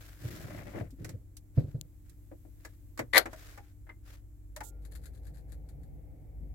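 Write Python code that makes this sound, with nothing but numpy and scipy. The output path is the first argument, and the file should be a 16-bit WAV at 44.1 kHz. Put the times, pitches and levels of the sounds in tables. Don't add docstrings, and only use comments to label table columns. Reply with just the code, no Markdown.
import sys
import numpy as np
from scipy import signal
from scipy.fft import rfft, irfft, next_fast_len
from scipy.io import wavfile

SR = 44100
rng = np.random.default_rng(int(sys.argv[2]) if len(sys.argv) > 2 else 0)


def unload_wav(signal):
    wavfile.write(
        sys.argv[1],
        SR,
        np.round(np.clip(np.atleast_2d(signal).T, -1, 1) * 32767).astype(np.int16),
    )


N = 288414
TIME = np.arange(N) / SR
SHORT_TIME = TIME[:SR // 2]

# (t/s, level/dB, note f/Hz, then relative to the level:
# note/dB, hollow/dB, crack/dB)
CLICK_EVENTS = [(1.045, -47.5, 532, -4, -4, 6), (1.091, -55.5, 515, 3.5, 2, 10),
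                (2.649, -44, 1700, -9.5, -4, -1), (2.975, -44.5, 1110, -3, -3, 0),
                (2.991, -28.5, 573, -7.5, -2, -10.5), (3.256, -32.5, 559, -8.5, -3.5, -14),
                (3.33, -44, 636, 1.5, -7.5, -5.5), (3.575, -45, 813, 2, -3.5, -9),
                (3.866, -56, 2070, -6.5, -0.5, -21), (3.891, -42, 2082, -1, -9.5, -26),
                (4.563, -41, 598, -2, -17, -14.5), (4.605, -38, 845, 5, -7.5, -8.5)]
# (f/Hz, level/dB)
HOLLOW_COLOUR = [(180, -14), (320, -1.5), (420, -8), (560, -2.5), (720, -6.5), (950, -22.5)]
# (f/Hz, level/dB)
PANEL_COLOUR = [(550, -19.5), (820, -1), (1050, -2), (1400, -2), (1900, 0.5), (2300, -5), (2700, -15.5),
                (4000, -24)]


def from_db(db):
    return 10 ** (np.asarray(db) / 20)


def rms_one(x):
    return x / np.sqrt(np.mean(x ** 2) + 1e-20)


def in_time(rows):
    s, *columns = np.transpose(rows)
    return [np.interp(TIME, s, c) for c in columns]


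def at_hz(points, hz):
    f, value = np.transpose(points)
    return np.interp(np.log(hz + 1e-6), np.log(f), value)


def pan(left_db):
    return from_db(np.array([[.5], [-.5]]) * left_db)


def sine(hz):
    return np.sin(2 * np.pi * hz * SHORT_TIME)


def noise(spectrum):
    # (f/Hz, left-right likeness from 0 to 1)
    ear_likeness = [(50, 0), (130, .95), (300, 0.49), (700, 0.25), (1500, 0), (4000, 0)]
    size = next_fast_len(N)
    hz = np.arange(size // 2 + 1) * SR / size + 1e-3
    skirts = np.minimum(1, np.minimum(hz / spectrum[0][0], spectrum[-1][0] / hz)) ** 4
    alike = np.clip(at_hz(ear_likeness, hz), -1, 1)
    mid, side = rfft(rng.standard_normal((2, size)))
    both = np.sqrt(1 + alike) * mid + np.sqrt(1 - alike) * side * [[1], [-1]]
    coloured = both * skirts * from_db(at_hz(spectrum, hz))
    return rms_one(irfft(coloured, size)[:, :N])


def drift(rate):
    steps = rng.standard_normal(16384)
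    return rms_one(np.interp(TIME * rate, np.arange(len(steps)), steps))


def grains(per_s, t60):
    sizes = (rng.random(N) < per_s / SR) * rng.uniform(0.3, 1, N) ** 2
    decay = from_db(-60 / (t60 * SR))
    return rms_one(signal.lfilter([1], [1, -decay], sizes + 1e-18))


def add(track, s, sound):
    start = int(s * SR)
    track[..., start:start + sound.shape[-1]] += sound[..., :N - start]


def dying(t60, rise=0.0016):
    return (1 - np.exp(-SHORT_TIME / rise)) * from_db(-60 * SHORT_TIME / max(t60, 1e-3))


def swell(peak_s, steep):
    t = SHORT_TIME / peak_s
    return (t * np.exp(1 - t)) ** steep


def cabin(x, t60, wet_db):
    echo_colour = [(200, 9.5), (2000, -12.5), (3500, -14.5), (16000, -21)]
    echo = noise(echo_colour)[:, :SR // 2] * dying(t60, rise=0.0015)
    echo /= np.sqrt(np.sum(echo ** 2, axis=1, keepdims=True))
    return x + from_db(wet_db) * signal.fftconvolve(x, echo, axes=1)[:, :N]


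def background():
    # (multiple of the base pitch, level/dB)
    hum_partials = [(1, -61.5), (2, -65.5), (3, -58.5), (4, -78), (5, -78.5), (7, -85), (9, -69),
                    (10, -77.5)]
    # (f/Hz, level/dB)
    air_colour = [(28, -14), (55, 0), (115, -8.5), (190, -23), (310, -21), (420, -30), (650, -34.5),
                  (950, -42), (2200, -47.5)]
    # (f/Hz, level/dB)
    hiss_colour = [(1500, -7), (2160, -4), (2700, -8.5), (5000, -9), (8000, -3), (9500, -6), (12000, 0.5),
                   (16000, -2)]
    # (t/s, level/dB)
    hiss_curve = [(0, -66), (1.3, -77), (2.6, -71.5), (4.2, -77.5), (6.5, -77)]
    hum_hz, air_db = 32.85, -57
    turn = 2 * np.pi * np.cumsum(hum_hz * (1 + 0.0033 * drift(13))) / SR
    hum = 0
    for multiple, db in hum_partials:
        phase = rng.uniform(0, 2 * np.pi) + np.array([[.15], [-.15]])
        level = from_db(db + drift(20)) * np.sqrt(2)
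        hum = hum + level * np.sin(multiple * turn + phase)
    hiss_db, = in_time(hiss_curve)
    low = hum + from_db(air_db) * noise(air_colour)
    return low * pan(1.7) + from_db(hiss_db) * noise(hiss_colour)


def motor():
    # (t/s, level/dB)
    load_curve = [(4.3, -54.5), (4.47, -50), (4.88, -43.5), (5.17, -48.5), (5.5, -43.5), (5.85, -47),
                  (6.12, -55), (6.35, -45.5)]
    # (f/Hz, level/dB)
    rumble_colour = [(70, 3.5), (110, -10.5), (150, -5), (190, -21.5), (290, -18.5), (340, -25.5)]
    # (f/Hz, level/dB)
    whirr_colour = [(300, 0), (380, -1), (520, 2.5), (580, -2.5), (820, -6.5), (1050, -28.5), (1600, -29.5),
                    (2200, -19.5), (2600, -32)]
    boom_hz, boom_trim_db = 51.8, -1.37
    start_s, run_up_s, whirr_db = 4.49, 0.21, -66
    crest_s, crest_db, slope_db_per_s = 6.01, -50, 6
    boom_db, = in_time(load_curve)
    turn = 2 * np.pi * np.cumsum(boom_hz * (1 + 0.026 * drift(2.1))) / SR
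    boom_level = from_db(boom_db + boom_trim_db) * from_db(2 * drift(13)) * np.sqrt(2)
    boom = boom_level * np.sin(turn + np.array([[.2], [-.2]]))
    running = np.clip((TIME - start_s) / run_up_s, 0, 1)
    rumble_db = crest_db - slope_db_per_s * np.abs(TIME - crest_s)
    rumble = from_db(rumble_db + 3.4 * drift(16)) * noise(rumble_colour)
    whirr = from_db(whirr_db) * noise(whirr_colour)
    throb = 1 + 0.092 * np.sin(turn)
    return (boom + running * (rumble + whirr) * throb) * pan(1.2)


def held(s, length):
    attack_share, release_s = 0.47, 0.031
    rise = np.clip((TIME - s) / (attack_share * length), 0, 1)
    release = np.exp(-np.maximum(TIME - s - length, 0) / release_s)
    return np.sin(rise * np.pi / 2) ** 2 * release


def driver():
    # (t/s, length/s, seat level/dB, cloth level/dB, sleeve level/dB)
    weight_shifts = [(0.161, 0.26, -47, -62, -52), (0.403, 0.2, -46, -50.5, -57.5),
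                     (0.613, 0.14, -50.5, -56.5, -61.5), (0.738, 0.074, -41.5, -50, -63.5),
                     (0.961, 0.15, -45.5, -66.5, -67)]
    # (middle t/s, half length/s, level/dB)
    hiss_swells = [(0.019, 0.15, -57.5), (1.598, 0.043, -64.5), (1.7, 0.032, -69), (2.097, 0.049, -72.5),
                   (2.67, 0.083, -69.5), (3.45, 0.14, -57.5), (3.67, 0.061, -72.5), (4.117, 0.064, -60)]
    # (f/Hz, level/dB)
    seat_colour = [(70, -8), (100, 4.5), (175, -3), (230, -9), (320, -4), (500, -21.5)]
    # (f/Hz, level/dB)
    cloth_colour = [(300, -6.5), (420, -21), (580, -2.5), (900, -18), (2100, -15), (3000, -30)]
    # (f/Hz, level/dB)
    swish_colour = [(410, -2), (700, -4), (922, -9), (1600, -0.5), (2880, -8.5), (3370, -9), (7790, -11.5),
                    (9110, -16.5), (11700, -11), (16000, -15.5)]
    seat, cloth, sleeve = np.zeros((3, N))
    for s, length, seat_db, cloth_db, sleeve_db in weight_shifts:
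        effort = held(s, length)
        seat += from_db(seat_db) * effort
        cloth += from_db(cloth_db) * effort
        sleeve += from_db(sleeve_db) * effort
    hiss = np.zeros(N)
    for s, half, db in hiss_swells:
        hiss += from_db(db) * np.exp(-np.abs((TIME - s) / half) ** 3)
    coarse, fine = grains(330, t60=.04), grains(2000, t60=.022)
    body = seat * noise(seat_colour) + cloth * coarse * noise(cloth_colour) * pan(6.3)
    swish = sleeve * pan(2.3) + hiss * pan(2)
    return body + swish * fine * noise(swish_colour)


def rebounds(s, db, count):
    every_s, first_db, loss_db = 0.034, -15.5, 3.5
    returns = [(s + (k + 1) * every_s, db + first_db - k * loss_db) for k in range(count)]
    return [(s, db)] + returns


def bumps():
    # (t/s, level/dB, f/Hz)
    bump_events = [(0.238, -29, 117), (.438, -34.5, 127), (0.803, -30, 105.4), (0.919, -45.5, 267),
                   (1.002, -39.5, 117), (1.135, -33, 98), (1.568, -14, 131.3), (1.738, -28, 137.6),
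                   (2.996, -39.5, 121), (3.031, -41.5, 110.2)]
    knock_colour = [(380, 4.5), (500, 9.5), (620, 3), (900, -35), (1500, -18.5)]
    scuff_colour = [(40, -2), (90, 14), (200, -1.5), (330, -2.5), (520, -19.5), (750, -24.5),
                    (2000, -46), (4500, -41.5)]
    swell_s = 0.015
    thud, push, scuff = np.zeros((3, N))
    for start, first_db, hz in bump_events:
        for s, db in rebounds(start, first_db, count=3):
            shape = from_db(db) * swell(swell_s, steep=4.5)
            add(thud, s, shape * sine(hz))
            add(push, s, shape)
            add(scuff, s, from_db(db) * swell(swell_s, steep=1))
    knock = from_db(-22) * push * noise(knock_colour)
    return thud + knock + from_db(-14.5) * scuff * noise(scuff_colour)


def knocks():
    # (t/s, level/dB)
    knock_events = [(0.747, -36), (0.811, -39), (1.576, -38), (2.314, -43), (2.45, -54)]
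    force = np.zeros(N)
    for s, db in knock_events:
        add(force, s, from_db(db) * dying(0.081, rise=0.0022))
    trim = noise(HOLLOW_COLOUR) + from_db(-17) * noise(PANEL_COLOUR)
    return force * trim * pan(5.3)


def ticks():
    # (t/s, level/dB, decay t60/s, left over right/dB)
    tick_events = [(.906, -60.5, 0.093, -5), (1.368, -46.5, 0.058, -2), (1.8122, -40.5, 0.0036, 38.5),
                   (2.096, -58.5, 0.043, -14), (4.563, -42.5, 0.069, 1)]
    tick_colour = [(700, -10), (2000, -3), (4000, 5), (8000, 7.5), (12000, 4), (16000, -0.5)]
    fizz_colour = [(3500, -13), (5000, -13.5), (7500, 2), (9500, -7.5), (11500, -2.5), (16000, -9)]
    level = np.zeros((2, N))
    for s, db, t60, side in tick_events:
        add(level, s, from_db(db) * pan(side) * dying(t60, rise=.0001))
    fizz_shape = np.interp(TIME, [4.63, 4.638, 4.69, 4.712], [0.025, 1, 0.61, 0])
    fizz = fizz_shape * from_db(-57) * pan(-20.5)
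    return level * noise(tick_colour) + fizz * noise(fizz_colour)


def clicks():
    # (f/Hz, level/dB)
    crack_colour = [(2000, 10), (3000, -6.5), (4300, 1), (5800, 2), (8000, 3.5), (9300, -6), (11000, 0),
                    (14000, -6), (16000, -5)]
    contact_s = 0.0015
    panel_t60, hollow_t60, crack_t60, note_t60 = 0.073, 0.073 * 1.1, 0.073 * 0.96, 0.095
    hollow, panel, crack, note = np.zeros((4, N))
    for s, db, hz, note_db, hollow_db, crack_db in CLICK_EVENTS:
        rise = contact_s * from_db(-.4 * crack_db)
        add(hollow, s, from_db(db + hollow_db) * dying(hollow_t60, rise=rise))
        add(panel, s, from_db(db) * dying(panel_t60, rise=rise))
        add(crack, s, from_db(db + crack_db) * dying(crack_t60, rise=0.00078))
        add(note, s, from_db(db + note_db) * dying(note_t60, rise=rise) * sine(hz))
    loose = 1 + 0.76 * drift(250)
    ringing_panel = (panel * noise(PANEL_COLOUR) + note * loose) * pan(0.94)
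    body = hollow * noise(HOLLOW_COLOUR) + ringing_panel
    return body * pan(2.5) + crack * noise(crack_colour) * pan(-3.5)


def slips(count):
    last_s, every_s = 3.168, 0.01114
    last_db, growth_db = -9, 4
    return [(last_s - k * every_s, last_db - k * growth_db) for k in range(count)]


def catch():
    # (f/Hz, level/dB, decay t60/s)
    catch_modes = [(340, -26, .07), (549.4, -17, 0.063), (822.4, -19, 0.033), (1164, -18.5, 0.049),
                   (1574, -20.5, .05), (1826, -19, 0.09), (1976, 5, 0.016), (2160, -12.5, .04),
                   (4240, -15, .012)]
    # (f/Hz, level/dB)
    scrape_colour = [(250, -20.5), (550, -4.5), (1000, -7.5), (1500, -11.5), (2000, 1), (2700, -16),
                     (3700, -6.5), (5600, -22.5), (9000, -23.5), (11300, -20.5), (16000, -35)]
    # (f/Hz, level/dB)
    snap_colour = [(200, -23.5), (330, -8), (450, -12.5), (640, 4), (950, -11.5), (1530, 4.5), (2300, -2),
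                   (2650, -11.5), (3600, -10), (4350, -2.5), (5200, -10.5), (9000, -15.5), (11000, -6.5),
                   (14000, -13), (16000, -25)]
    snap_s, creep_s, creep_db = 3.1775, 0.007, -30
    side_db, shadow_hz = 13, 1000
    grit, snap, rings = np.zeros(N), np.zeros(N), np.zeros((2, N))
    run = slips(count=4)
    first_slip_s = run[-1][0]
    add(grit, first_slip_s - creep_s, from_db(creep_db) * swell(creep_s, steep=5.9))
    for s, db in run:
        add(grit, s, from_db(db) * dying(0.07, rise=.002))
        for hz, mode_db, t60 in catch_modes:
            side = pan(side_db * min(hz / shadow_hz, 1))
            add(rings, s, side * from_db(db + mode_db) * dying(t60, rise=0.001) * sine(hz))
    add(snap, snap_s, from_db(-16.5) * dying(0.067, rise=0.002))
    add(snap, snap_s, from_db(-13.5) * swell(.0028, steep=1.6))
    scrape = from_db(-6) * grit * noise(scrape_colour) * pan(5.5)
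    return from_db(2) * rings + scrape + snap * noise(snap_colour) * pan(5.5)


def spring():
    # (level/dB, decay t60/s)
    db, t60 = (-65.5, 0.67)
    damper = np.interp(SHORT_TIME, [.21, .27], [1, 0])
    out = np.zeros(N)
    add(out, CLICK_EVENTS[-1][0], from_db(db) * dying(t60) * damper * sine(1400))
    return out * (1 + 0.3 * drift(53))


def ticking():
    # (tick t/s, rub level/dB, tick level/dB)
    ticking_events = [(4.85, -75, -56), (4.951, -60, -53.5), (5.056, -66, -52.5), (5.167, -67.5, -74),
                      (5.267, -68, -59.5), (5.377, -65.5, -70.5), (5.52, -71.5, -56), (5.688, -83.5, -60.5),
                      (5.832, -85, -67.5)]
    # (f/Hz, level/dB)
    ticking_colour = [(1000, -0.5), (1700, 11.5), (2900, -5), (4400, 7), (5500, -4.5), (7200, 5),
                      (9500, 1.5), (11500, 8), (15000, -9)]
    lead_s, swell_s, tick_t60 = 0.042, 0.024, 0.095
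    rub, tick = np.zeros((2, N))
    for s, rub_db, tick_db in ticking_events:
        add(rub, s - lead_s, from_db(rub_db) * swell(swell_s, steep=1.46))
        add(tick, s, from_db(tick_db) * dying(tick_t60, rise=0.00062))
    grit = grains(1300, t60=.011)
    return (rub * grit + tick) * noise(ticking_colour) * pan(7.5)


def scene():
    hard = cabin(catch() + clicks() + knocks(), t60=0.12, wet_db=-15.5)
    soft = driver() + bumps() + ticks() + spring()
    return hard + soft + background() + motor() + ticking()


def record(dry):
    low_pass = signal.ellip(10, .2, 80, 16000, fs=SR, output="sos")
    return signal.sosfilt(low_pass, np.tanh(dry))


dry = scene()
out = record(dry)
unload_wav(out)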